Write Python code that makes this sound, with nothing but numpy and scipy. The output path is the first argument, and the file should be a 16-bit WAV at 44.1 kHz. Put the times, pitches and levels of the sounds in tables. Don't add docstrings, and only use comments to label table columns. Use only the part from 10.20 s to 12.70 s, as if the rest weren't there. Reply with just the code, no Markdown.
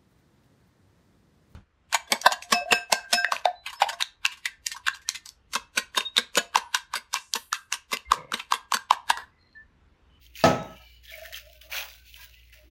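import sys
import numpy as np
from scipy import signal
from scipy.fft import rfft, irfft, next_fast_len
from scipy.io import wavfile
from scipy.ndimage import uniform_filter1d, map_coordinates

SR = 44100
rng = np.random.default_rng(int(sys.argv[2]) if len(sys.argv) > 2 else 0)


def magnitude_from_level(level_db):
    exponent = np.asarray(level_db, float) / 20
    return 10 ** exponent


def store_wav(level_fs):
    pcm = np.round(np.clip(np.atleast_2d(level_fs), -1, 1) * 32767)
    wavfile.write(sys.argv[1], SR, pcm.T.astype(np.int16))


N = 110250


def unit(x):
    return x / np.sqrt(np.mean(x ** 2) + 1e-20)


def seconds(length):
    return np.arange(length) / SR


def decay(t, t60):
    return magnitude_from_level(-60 * np.maximum(t, 0) / t60)


def along(points, hz):
    f, v = np.transpose(points)
    return np.interp(np.log(hz + 1), np.log(f + 1), v)


def colour(points):
    return lambda hz: magnitude_from_level(along(points[:-1], hz))


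def wobble(rate_hz):
    knots = rng.standard_normal(int(N * rate_hz / SR) + 4)
    return map_coordinates(knots, [np.arange(N) * rate_hz / SR])


def filtered(x, response):
    m = next_fast_len(len(x) + 8192)
    return irfft(rfft(x, m) * response(np.fft.rfftfreq(m, 1 / SR)), m)[:len(x)]


def peak(f, centre, width):
    return 1j * f * width / (centre * centre - f * f + 1j * f * abs(width))


def add(track, start_s, sound):
    part = track[max(round(start_s * SR), 0):][:len(sound)]
    part += sound[:len(part)]


def streaky(x, depth_db):
    z = signal.stft(np.pad(x, (0, 512)), nperseg=512)[2]
    field = uniform_filter1d(rng.standard_normal(z.shape), 2, 0)
    field = uniform_filter1d(field, 22, 1)
    return signal.istft(z * magnitude_from_level(depth_db * unit(field)), nperseg=512)[1][:len(x)]


# (frequency [Hz], density [dB per Hz])
RUB_SPECTRUM = [(400, 5), (700, 4), (1300, -0.5), (2600, 3), (4500, -3), (6500, -5.5), (8000, -17),
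                (13500, -6.5), (20000, -17)]


def rubbing():
    grain_per_s, spread_db, grain_db, flutter_db, streak_db = 300, 3, -3, 1.1, 0.6 * 4.5
    size_db = spread_db * np.minimum(rng.exponential(size=N), 2)
    grains = (rng.random(N) < grain_per_s / SR) * magnitude_from_level(size_db)
    grains = np.convolve(grains, magnitude_from_level(-np.arange(90) * 0.33))[:N] * rng.standard_normal(N)
    friction = rng.standard_normal(N) + magnitude_from_level(grain_db) * unit(grains)
    flutter = magnitude_from_level(flutter_db * (wobble(40.17) + wobble(130)))
    return streaky(filtered(friction, colour(RUB_SPECTRUM)) * flutter, streak_db)


# (start [s], rise [s], hold [s], level [dB], lowest frequency [Hz])
STROKES = [(0, 0.027, 0.026, -55.5, 2040), (0.133, 0.016, 0.011, -58, 1970),
           (0.153, 0.0018, 0.032, -46, 2040), (0.163, 0.013, 0.026, -46.5, 1390),
           (0.186, .02, 0.012, -48.5, 900), (0.415, 0.034, 0.29, -59.5, 2050),
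           (0.825, 0.026, 0.03, -51.5, 1700), (0.899, 0.013, 0.1, -48, 1300),
           (1.025, 0.029, 0.013, -47, 1270), (1.123, 0.007, 0.043, -41.5, 1320),
           (1.259, 0.041, 0.062, -59, 2200), (1.409, 0.0072, 0.003, -48.5, 1530),
           (1.494, 0.009, 0.015, -46, 585), (1.514, 0.003, 0.082, -38, 1390),
           (1.516, 0.025, 0.079, -40, 507), (1.675, 0.01, 0.11, -56.5, 1910),
           (1.846, 0.029, 0.17, -52, 2170), (2.329, 0.015, 0.11, -69.5, 704),
           (1.953, 0.012, 0.076, -50.5, 1300), (2.105, 0.034, 0.17, -64, 1996),
           (2.321, 0.0052, 0.013, -54, 1420)]


def scrape():
    release_t60, linger_t60, linger_db, linger_low_hz, steepness = 0.29, 0.76, -25, 2000, 6.7
    rub = rubbing()
    out, t = np.zeros(N), seconds(SR * 3 // 4)
    for start_s, rise_s, hold_s, db, low_hz in STROKES:
        piece = np.pad(rub, (0, len(t)))[max(round(start_s * SR), 0):][:len(t)]

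        def above(hz):
            return filtered(piece, lambda f: 1 / np.sqrt(1 + (hz / (f + 1)) ** (4 * steepness)))

        after_s = t - rise_s - hold_s
        stroke = above(low_hz) * decay(after_s, release_t60)
        linger = above(max(low_hz, linger_low_hz)) * magnitude_from_level(linger_db) * decay(after_s, linger_t60)
        attack = np.clip(t / max(rise_s, 0.002), 0, 1)
        add(out, start_s, magnitude_from_level(db) * attack * (stroke + linger) / np.std(rub))
    return out


# (start [s], length [s], frequency [Hz], width [Hz], level [dB])
SINGS = [(0.0, 0.04, 2710, 470, -69), (0.179, 0.059, 2570, 92, -47), (0.463, 0.31, 2947, 140, -60.5),
         (.5, 0.14, 2683, 100, -64.5), (.58, 0.12, 1668, 68, -71.5), (.34, 0.1, 3790, 60, -57.5),
         (1.39, 0.1, 1200, 130, -75.5), (0.551, 0.18, 2340, 56, -62), (0.592, 0.18, 4330, 850, -65.5),
         (.72, 0.12, 6800, 60, -81.5), (0.848, 0.23, 1760, 130, -56.5), (0.866, 0.043, 3330, 850, -49),
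         (0.912, 0.029, 2264, 390, -44.5), (.915, 0.22, 631, 98, -57.5), (1.521, .04, 2180, 670, -46),
         (1.545, 0.019, 3300, 490, -36.5), (1.112, 0.035, 1767, 93, -49.5), (1.199, 0.13, 614, 40, -60),
         (1.135, 0.04, 2740, 1000, -48), (1.712, 0.017, 694, 62, -69), (0.574, 0.046, 726, 100, -65.5),
         (1.32, 0.036, 1536, 13, -74), (1.421, 0.26, 614, 78, -61), (1.69, 0.16, 1520, 78, -68.5),
         (2.03, 0.045, 1490, 50, -70.5), (1.852, 0.077, 2640, 220, -62), (1.939, 0.16, 623, 95, -75),
         (1.968, 0.021, 988, 93, -61), (1.969, 0.036, 1630, 43, -57.5), (2.1, 0.13, 2840, 370, -63.5),
         (2.146, 0.025, 2003, 20, -67), (2.208, 0.17, 2042, 30, -69), (2.34, 0.1, 609, 55, -64),
         (2.426, 0.06, 320, 74, -65.5), (0, .2, 306, 75, -76), (1.401, 0.13, 310, 60, -76),
         (1.501, 0.15, 1115, 540, -52.5)]


def singing():
    edge_s = 0.029
    out, t = np.zeros(N), seconds(SR * 3 // 4)
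    for start_s, length_s, hz, width_hz, db in SINGS:
        tone = filtered(rng.standard_normal(len(t)), lambda f: peak(f, hz, width_hz) ** 2)
        shape = np.clip(t / edge_s, 0, 1) * decay(t - length_s, 8 * edge_s)
        add(out, start_s, magnitude_from_level(db) * shape * tone / np.std(tone[t < length_s]))
    return out


# (time [s], peak level [dB], frequency [Hz])
SLIPS = [(0.894, -67.5, 623), (0.922, -47, 649), (0.955, -44.5, 622), (0.982, -40.5, 621),
         (1.021, -36.5, 651), (1.081, -48, 675), (1.112, -54, 690), (1.168, -66, 674), (1.2, -63, 580),
         (1.23, -59, 629), (1.271, -53, 615), (1.298, -52.5, 671), (1.4, -79, 624)]


def slips():
    rise_s, t60 = 0.008, 0.1
    out, t = np.zeros(N), seconds(SR // 4)
    swell = magnitude_from_level(6.5) * decay(t, t60) * (1 - np.exp(-(t / rise_s) ** 2))
    for time_s, db, hz in SLIPS:
        add(out, time_s - rise_s, magnitude_from_level(db) * swell * np.sin(2 * np.pi * hz * t))
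    return out


def crackle_burst():
    t = seconds(SR // 20)
    return np.diff(rng.standard_normal(len(t) + 1)) * decay(t, 0.005)


# (time [s], peak level [dB], pitch [Hz])
SNAPS = [(0.0643, -42, 3150), (0.1539, -32, 3020), (0.1614, -32, 2400), (0.189, -28, 2510),
         (0.21, -33, 3900), (0.8525, -39, 3160), (0.8804, -38, 3200), (0.9194, -37, 2210),
         (0.9382, -29, 2230), (1.0519, -27, 1800), (1.1242, -29, 1800), (1.1437, -24, 3130),
         (1.2979, -44, 2960), (1.4121, -40, 2880), (1.5238, -25, 2330), (1.5319, -22, 2440),
         (1.5484, -19, 1500), (1.5814, -25, 2770), (1.582, -25, 4000), (1.6254, -28, 3300),
         (1.597, -26, 1700), (1.065, -33, 1800), (1.699, -42, 2500), (1.7379, -42, 3220),
         (1.7464, -46, 1470), (1.9419, -32, 3030), (2.142, -40, 2750), (2.1977, -47, 3020),
         (2.2311, -48, 2540), (1.0324, -36, 2190), (.8877, -41, 1780), (1.607, -28, 3600),
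         (2.2974, -48, 2010), (2.3291, -40, 2660), (2.3869, -46, 2240)]


def snaps():
    rise_cycles, t60_cycles, lag_s, gain_db, crack_db = 1.2, 30, 0.0005, 3, -16
    out, t = np.zeros(N), seconds(SR // 20)
    for time_s, db, hz in SNAPS:
        rise = np.sin(np.pi / 2 * np.clip(t * hz / rise_cycles, 0, 1)) ** 2
        ring = np.sin(2 * np.pi * hz * t) * decay(t, t60_cycles / hz) * rise
        add(out, time_s + lag_s, magnitude_from_level(db + gain_db) * (ring + magnitude_from_level(crack_db) * crackle_burst()))
    return filtered(out, lambda f: peak(f, 3700, 5500) * peak(f, 3700, 6500))


def bubble_ticks():
    ticks_per_s, level_db, spread_db = 45, -66, 3.68
    ticks = (rng.random(N) < ticks_per_s / SR) * magnitude_from_level(level_db + spread_db * rng.standard_normal(N))
    return filtered(np.convolve(ticks, crackle_burst())[:N], lambda f: peak(f, 9000, 12000) ** 2)


# (time [s], peak level [dB], centre frequency [Hz])
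PRICKS = [(.0655, -48, 5500), (.4294, -40, 5400), (.583, -49.5, 11000), (.9555, -34, 13160),
          (.977, -33.5, 13940), (.984, -41.5, 9000), (1.0155, -42, 6000), (1.051, -60, 13000),
          (1.1262, -32, 5860), (1.1318, -42, 6460), (1.165, -46, 12170), (1.414, -47, 9060),
          (1.423, -44, 11860), (1.70, -36, 4460), (1.709, -40.5, 4000), (1.739, -42, 5360),
          (1.847, -59, 12150), (2.03, -49.5, 7360), (2.046, -44, 10930), (2.14, -62.5, 5960),
          (2.24, -55, 10900), (2.2985, -49.5, 11000), (2.34, -49, 11000), (2.39, -54, 10900)]


def pricks():
    t60, relative_width = 0.008, 0.6
    out, t = np.zeros(N), seconds(SR // 30)
    for time_s, db, hz in PRICKS:
        noise = rng.standard_normal(len(t)) * decay(t, t60)
        burst = filtered(noise, lambda f: peak(f, hz, relative_width * hz) ** 2)
        add(out, time_s, magnitude_from_level(db) * burst / np.abs(burst).max())
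    return out


# (frequency [Hz], density [dB per Hz])
THUD_SPECTRUM = [(35, -51.5), (70, -10.5), (170, -6.5), (300, -15.5), (700, -6), (1050, -18.5), (3000, -24),
                 (6500, -27.5), (8000, -43), (20000, -50)]
# (frequency [Hz], t60 [s])
KITCHEN_T60 = [(70, .33), (200, 0.65), (600, 0.41), (1300, 0.48), (2500, 0.43), (4500, 0.26), (6500, 0.32),
               (15000, 0.25)]


def kitchen_echo(t):
    hold_s, build_s = 0.0073, 0.006
    hz, u, z = signal.stft(rng.standard_normal(len(t)), SR, nperseg=256)
    z = z * decay(u - hold_s, along(KITCHEN_T60, hz)[:, None])
    tail = filtered(signal.istft(z, SR, nperseg=256)[1][:len(t)], colour(THUD_SPECTRUM))
    return (1 - np.exp(-t / build_s)) * tail / np.std(tail[:1500])


# (frequency [Hz], level [dB], t60 [s])
COUNTER_MODES = [(179.5, -5.5, 0.5), (252.4, -2, 0.39), (334.4, -4.5, 0.24), (380.7, -10.5, 0.35),
                 (489, -3, 0.34), (566, -10.5, 0.56), (645, -5, 0.57), (738, -0.5, 0.081), (826, -3, 0.46),
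                 (914, -13.5, 0.27), (1256, -12, 0.19), (1293, -4.5, 0.48), (1740, 0, 0.072),
                 (2710, -1.5, 0.036)]


def counter_ring(t):
    body_hz, body_db, body_t60 = 665, 7, 0.11
    ring = magnitude_from_level(body_db) * decay(t, body_t60) * np.sin(2 * np.pi * body_hz * t)
    for hz, db, t60 in COUNTER_MODES:
        wander = 1.2 * np.cumsum(rng.standard_normal(len(t))) / 100
        ring += magnitude_from_level(db) * decay(t, t60) * np.sin(2 * np.pi * hz * t + wander)
    return -ring


# (frequency [Hz], width [Hz], level [dB])
DISH_MODES = [(1300, 50, -39.5), (1700, 96, -45.5), (900, 62, -42.5), (6170, 970, -50), (624, 34.8, -41)]


def dish_after_ring(t):
    ring = np.zeros(len(t))
    for hz, width_hz, db in DISH_MODES:
        ring += magnitude_from_level(db) * unit(filtered(rng.standard_normal(len(t)), lambda f: peak(f, hz, width_hz) ** 2))
    return ring * decay(t, 0.88) * decay(t - 0.4, 0.19)


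def knock():
    start_s, rise_s, level_db, crack_db, crack_t60 = 0.2385, 0.0014, -17, 5, 0.009
    gate_s, gate_t60 = 0.56, 0.16
    out, t = np.zeros(N), seconds(SR)
    crack = filtered(rng.standard_normal(SR) * decay(t, crack_t60),
                     lambda f: peak(f, 2700, 2900) * peak(f, 4500, 7200) * peak(f, 3000, 5000))
    blow = kitchen_echo(t) + counter_ring(t) + magnitude_from_level(crack_db) * 5 * crack
    blow *= magnitude_from_level(level_db) * decay(t + start_s - gate_s, gate_t60)
    add(out, start_s, np.clip(t / rise_s, 0, 1) * (blow + dish_after_ring(t)))
    return out


# (frequency [Hz], level [dB rms])
HUM = [(59.3, -55.5), (116, -76), (44.2, -74.5)]


def mains_hum():
    t, hum = seconds(N), np.zeros(N)
    for k, (hz, db) in enumerate(HUM):
        hum += np.sqrt(2) * magnitude_from_level(db + k * 1.6 * wobble(22)) * np.sin(2 * np.pi * hz * t)
    return hum * magnitude_from_level(0.7 * wobble(25))


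# (frequency [Hz], density [dB per Hz])
AIR_SPECTRUM = [(35, -22.5), (70, 7), (190, -15.5), (400, -17.5), (1100, -28), (2700, -12.5), (7800, -43.5),
                (13000, -33), (20000, -26)]


def room_air():
    level_db, patch_db = -65, 0.5
    air = streaky(rng.standard_normal(N), patch_db)
    return magnitude_from_level(level_db) * unit(filtered(air, colour(AIR_SPECTRUM)))


def scene():
    dish = scrape() + singing() + slips()
    syrup = snaps() + bubble_ticks() + pricks()
    return (dish + syrup + knock() + mains_hum() + room_air())[None]


def top_cut(x):
    return signal.sosfilt(signal.butter(12, 16820, fs=SR, output="sos"), x)


def record(dry):
    port_hz, port_width_hz, port_db, top_hz, ceiling, fade_s = 16000, 490, 12.5, 15850, 0.8, 0.02

    def microphone(f):
        port = 1 + magnitude_from_level(port_db) * peak(f, port_hz, port_width_hz)
        return port * np.where(f < top_hz, 1, 0.02) * peak(f, 820, 18000)

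    x = filtered(dry[0], microphone)
    x = x / (1 + np.abs(x / ceiling) ** 4) ** (1 / 4)
    x = x * np.clip((N - np.arange(N)) / (fade_s * SR), 0, 1)
    return top_cut(x[None])


dry = scene()
out = record(dry)
store_wav(out)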